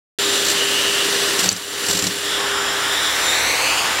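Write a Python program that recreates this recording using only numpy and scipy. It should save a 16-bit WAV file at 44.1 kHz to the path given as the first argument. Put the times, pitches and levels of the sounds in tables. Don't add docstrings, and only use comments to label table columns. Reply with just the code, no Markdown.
import sys
import numpy as np
from scipy import signal
from scipy.fft import rfft, irfft
from scipy.io import wavfile

SR = 44100
rng = np.random.default_rng(int(sys.argv[2]) if len(sys.argv) > 2 else 0)


def waveform_to_disk(signal):
    frames = np.transpose(np.atleast_2d(signal))
    scaled = np.clip(frames, -1, 1) * 32767
    samples = np.round(scaled).astype(np.int16)
    wavfile.write(sys.argv[1], SR, samples)


N = 176400
T = np.arange(N) / SR
HZ = np.maximum(np.arange(N // 2 + 1) * SR / N, 1)

# (time [s], speed [turns/s])
MOTOR_SPEED = [(.6, 400.6), (1.35, 399.8), (1.65, 402.3), (1.85, 401.6), (2.25, 403.8), (2.65, 401),
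               (3.7, 399.6)]
# (time [s], level [dB])
SHAFT_HUM = [(.2, -30.5), (1.35, -31), (1.52, -39), (1.65, -38), (1.9, -34), (2.07, -38.5), (2.55, -30.5),
             (3.1, -43)]
# (time [s], level [dB])
FAN_WHINE = [(.66, -32.5), (.83, -47), (1.05, -36), (1.32, -44), (1.65, -38), (2.02, -36), (2.4, -44),
             (2.65, -36), (2.88, -42), (3.05, -32.5), (3.14, -41), (3.3, -24.5), (3.45, -42), (3.56, -42),
             (3.7, -31), (3.9, -38)]
# (time [s], level of 3x [dB], level of 4x [dB])
FAN_OVERTONES = [(.6, -49, -50), (1.25, -50, -47.5), (1.9, -43, -58), (2.7, -51, -51), (3.35, -43, -54),
                 (4, -49, -56)]
# (frequency [Hz], level [dB])
LOW_DRONES = [(100, -51), (300, -48)]
# (frequency [Hz], density [dB per Hz])
ROOM_RUSH_COLOUR = [(25, -87), (100, -70), (280, -64.5), (600, -59), (850, -55), (1500, -54.5),
                    (2600, -55.5), (8000, -66), (15800, -78)]
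# (frequency [Hz], width [Hz], lift [dB])
ROOM_PEAKS = [(60.6, 13, 19), (524, 16.5, 8.9), (892, 60, 1.6)]
# (time [s], gain [dB], tilt above 1.5 kHz [dB/octave])
HOSE_SWING = [(2.15, -19.5, 5), (2.4, -2.5, -2), (3.1, -2, 0.5), (3.35, 0, 0.16), (3.78, -.5, 0),
              (4, -0.5, -1)]
# (frequency [Hz], density [dB per Hz])
SUCTION_COLOUR = [(25, -82.5), (120, -70.5), (280, -60), (480, -58), (800, -64.5), (1400, -58),
                  (2300, -61.5), (3600, -57), (6500, -65), (8500, -65.5), (15800, -83.5)]
# (frequency [Hz], width [Hz], lift [dB])
HOSE_PEAKS = [(1830, 330, 4), (2880, 300, 4.5), (4040, 210, 1), (4500, 69, 2.5), (5900, 440, 3.5),
              (7480, 570, 4), (9600, 560, 3), (11900, 2000, 3)]
# (time [s], gain [dB])
AIRFLOW = [(.2, 0.6), (1.35, 1), (1.5, -1.5), (1.64, -5), (1.85, -2.5), (2.15, -6), (2.3, -3), (2.55, -7)]
# (start [s], end [s], pitch [Hz], width [Hz], level [dB])
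RIM_WHISTLES = [(.1, 0.545, 3720, 1000, -26.5), (0.544, 1.054, 2930, 480, -23.3),
                (2.253, 2.417, 3500, 650, -29), (2.91, 3.11, 3620, 700, -27.7),
                (3.24, 3.45, 3660, 300, -29.5), (3.62, 3.8, 2680, 650, -31)]
# (time [s], frequency [Hz])
HOLLOW_SWEEP = [(2.75, 3400), (3.15, 3600), (3.3, 3880), (3.5, 4130), (3.7, 4570), (3.85, 4900),
                (3.95, 5400)]
# (time [s], gain [dB])
FUR_SLAPS = [(0.448, 1.5), (.463, 1), (0.482, 4), (.498, 2), (.513, 1.5), (1.389, 6), (1.402, 0),
             (1.429, 3.5), (1.438, 2), (1.456, 3), (1.497, 5), (1.513, 7), (1.562, 2), (1.863, 0),
             (1.883, 2), (1.897, 2.5), (1.909, 3), (1.927, 2), (1.948, 2), (1.969, 3), (1.989, 3),
             (2.021, 2), (2.039, 1.5), (2.066, 3)]
# (frequency [Hz], density [dB per Hz])
SLAP_COLOUR = [(100, -67), (500, -54), (1200, -60), (2500, -59), (4600, -52), (6600, -56), (7400, -50.5),
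               (8400, -59.5), (10500, -70), (12400, -63), (13300, -73)]
# (time [s], level [dB])
CHOKES = [(1.418, -26), (1.456, -22.5), (1.51, -18), (1.88, -26), (1.94, -23.5), (2.018, -21), (2.056, -22)]
# (frequency [Hz], gain [dB])
AIR_COLUMN_MODES = [(104, -6), (184, 1), (284, -6)]
# (time [s], gain [dB], pitch [ratio])
GRIT_HITS = [(1.4905, 11, 1), (1.5095, -4, .55), (1.5281, 3, 1.3)]
# (frequency [Hz], level [dB], t60 [s])
TUBE_MODES = [(4590, -18, 0.049), (6050, -11.5, 0.012), (6190, -18, 0.014), (6920, -16.5, 0.018),
              (8000, -29, 0.009)]


def from_db(db):
    return 10 ** (np.asarray(db) / 20)


def unit_rms(x):
    return x / np.sqrt(np.mean(x ** 2) + 1e-20)


def automation(rows):
    times, *columns = np.transpose(rows)
    return [np.interp(T, times, column) for column in columns]


def drift(rate_hz):
    return unit_rms(irfft(rfft(rng.standard_normal(N)) / (1 + (HZ / rate_hz) ** 2), N))


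def air_noise(colour, peaks):
    hz, db = np.transpose(colour)
    db = np.interp(np.log(HZ), np.log(hz), db)
    for centre, width, lift in peaks:
        db = db + lift * np.exp2(-(2 * (HZ - centre) / width) ** 2)
    return irfft(rfft(rng.standard_normal(N)) * from_db(db), N) * np.sqrt(SR / 2)


def noise_band(hz, half_width_hz):
    response = 1 / (1 + .5j * hz / half_width_hz * (HZ / hz - hz / HZ)) ** 2
    return unit_rms(irfft(rfft(rng.standard_normal(N)) * response, N))


def swell(start_s, end_s, fade_s):
    return np.clip(np.minimum(T - start_s, end_s - T) / fade_s + .5, 0, 1)


def puff(start_s, attack_s, decay_s):
    age = np.clip(T - start_s, 0, .5)
    return (1 - np.exp(-age / attack_s)) * np.exp(-age / decay_s)


def small_room(x, t60_s=.23, wet_db=-12):
    age = T[:SR // 2]
    tail = rng.standard_normal(len(age)) * from_db(-60 * age / t60_s) * (age > .003)
    reverb = signal.fftconvolve(x, tail / np.linalg.norm(tail))[:N]
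    wet = from_db(wet_db)
    return (x + wet * reverb) / np.hypot(1, wet)


def motor(blades=9, jitter=.00039, hum_waver_db=1.5, whine_waver_db=3, fading_db=1):
    speed, = automation(MOTOR_SPEED)
    shaft_phase = 2 * np.pi * np.cumsum(speed * (1 + jitter * drift(27))) / SR
    hum_db, = automation(SHAFT_HUM)
    out = from_db(hum_db + hum_waver_db * drift(17)) * np.sin(shaft_phase)
    overtones_db = [db + fading_db * drift(6.7) for db in automation(FAN_OVERTONES)]
    for harmonic, db in enumerate(automation(FAN_WHINE) + overtones_db, start=2):
        out += from_db(db + whine_waver_db * drift(30)) * np.sin(harmonic * blades * shaft_phase)
    for hz, db in LOW_DRONES:
        out += from_db(db + hum_waver_db * drift(9.1)) * np.sin(2 * np.pi * hz * T)
    return np.sqrt(2) * out


def room_rush():
    db, tilt = automation(HOSE_SWING)
    spectrum = rfft(air_noise(ROOM_RUSH_COLOUR, ROOM_PEAKS))
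    octaves, bands = np.log2(HZ / 1500), np.arange(5)
    out = np.zeros(N)
    for band in bands:
        crossover = np.interp(octaves, bands, bands == band)
        out += irfft(spectrum * crossover, N) * from_db(db + tilt * band)
    return out


def nozzle(turbulence_db=.72):
    flow_db, = automation(AIRFLOW)
    out = from_db(flow_db + turbulence_db * drift(36)) * air_noise(SUCTION_COLOUR, HOSE_PEAKS)
    for start, end, hz, width, db in RIM_WHISTLES:
        out += from_db(db) * swell(start, end, fade_s=.068) * noise_band(hz, width / 2)
    return out


def hollow_hose(x, spacing_hz=1920, depth_db=3.7, reach_octaves=1.6):
    hz, times, frames = signal.stft(x, SR, nperseg=512)
    hz = hz[:, None]
    centre = np.interp(times, *np.transpose(HOLLOW_SWEEP))
    amount = swell(2.3, 3.97, fade_s=.25) * (1 + .3 * drift(5))
    reach = np.exp2(-(np.log2((hz + 1) / centre) / reach_octaves) ** 2)
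    comb = np.cos(2 * np.pi * (hz - centre) / spacing_hz)
    comb_db = depth_db * np.interp(times, T, amount) * reach * comb
    return signal.istft(frames * from_db(comb_db), SR)[1][:N]


def fur_flutter():
    slaps = sum(from_db(db) * puff(start, attack_s=.003, decay_s=.008) for start, db in FUR_SLAPS)
    return slaps * air_noise(SLAP_COLOUR, HOSE_PEAKS)


def hose_thuds(roughness=.3):
    out = np.zeros(N)
    for hz, mode_db in AIR_COLUMN_MODES:
        eddies = roughness * noise_band(hz, half_width_hz=25)
        for start, db in CHOKES:
            ring = np.sin(2 * np.pi * hz * (T - start)) + eddies
            out += from_db(db + mode_db) * puff(start, attack_s=.01, decay_s=.03) * ring
    return out


def grit_snaps():
    out = np.zeros(N)
    for start, db, pitch in GRIT_HITS:
        age = np.clip(T - start, 0, 1)
        for hz, mode_db, t60 in TUBE_MODES:
            decay = from_db(-60 * age / t60) * (age < 2 * t60)
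            out += from_db(db + mode_db) * decay * np.sin(2 * np.pi * hz * pitch * age)
    return out


def scene():
    bed = motor()
    rush = hollow_hose(small_room(nozzle() + room_rush()))
    return np.tile(bed + rush + fur_flutter() + hose_thuds() + grit_snaps(), (2, 1))


def record(dry, limit_db=-1, attack_s=.0045, release_db_per_s=24, start_s=.187, cutoff_hz=15800):
    over_db = np.maximum(20 * np.log10(np.abs(dry).max(axis=0) + 1e-9) - limit_db, 0)
    held_db = np.maximum.accumulate(over_db + release_db_per_s * T) - release_db_per_s * T
    pole = np.exp(-1 / (attack_s * SR))
    duck_db = signal.lfilter([1 - pole], [1, -pole], held_db)
    clipped = np.clip(dry * from_db(-duck_db), -1, 1)
    lowpass = signal.ellip(12, .1, 70, cutoff_hz, fs=SR, output="sos")
    return signal.sosfilt(lowpass, clipped * (T > start_s))


dry = scene()
out = record(dry)
waveform_to_disk(out)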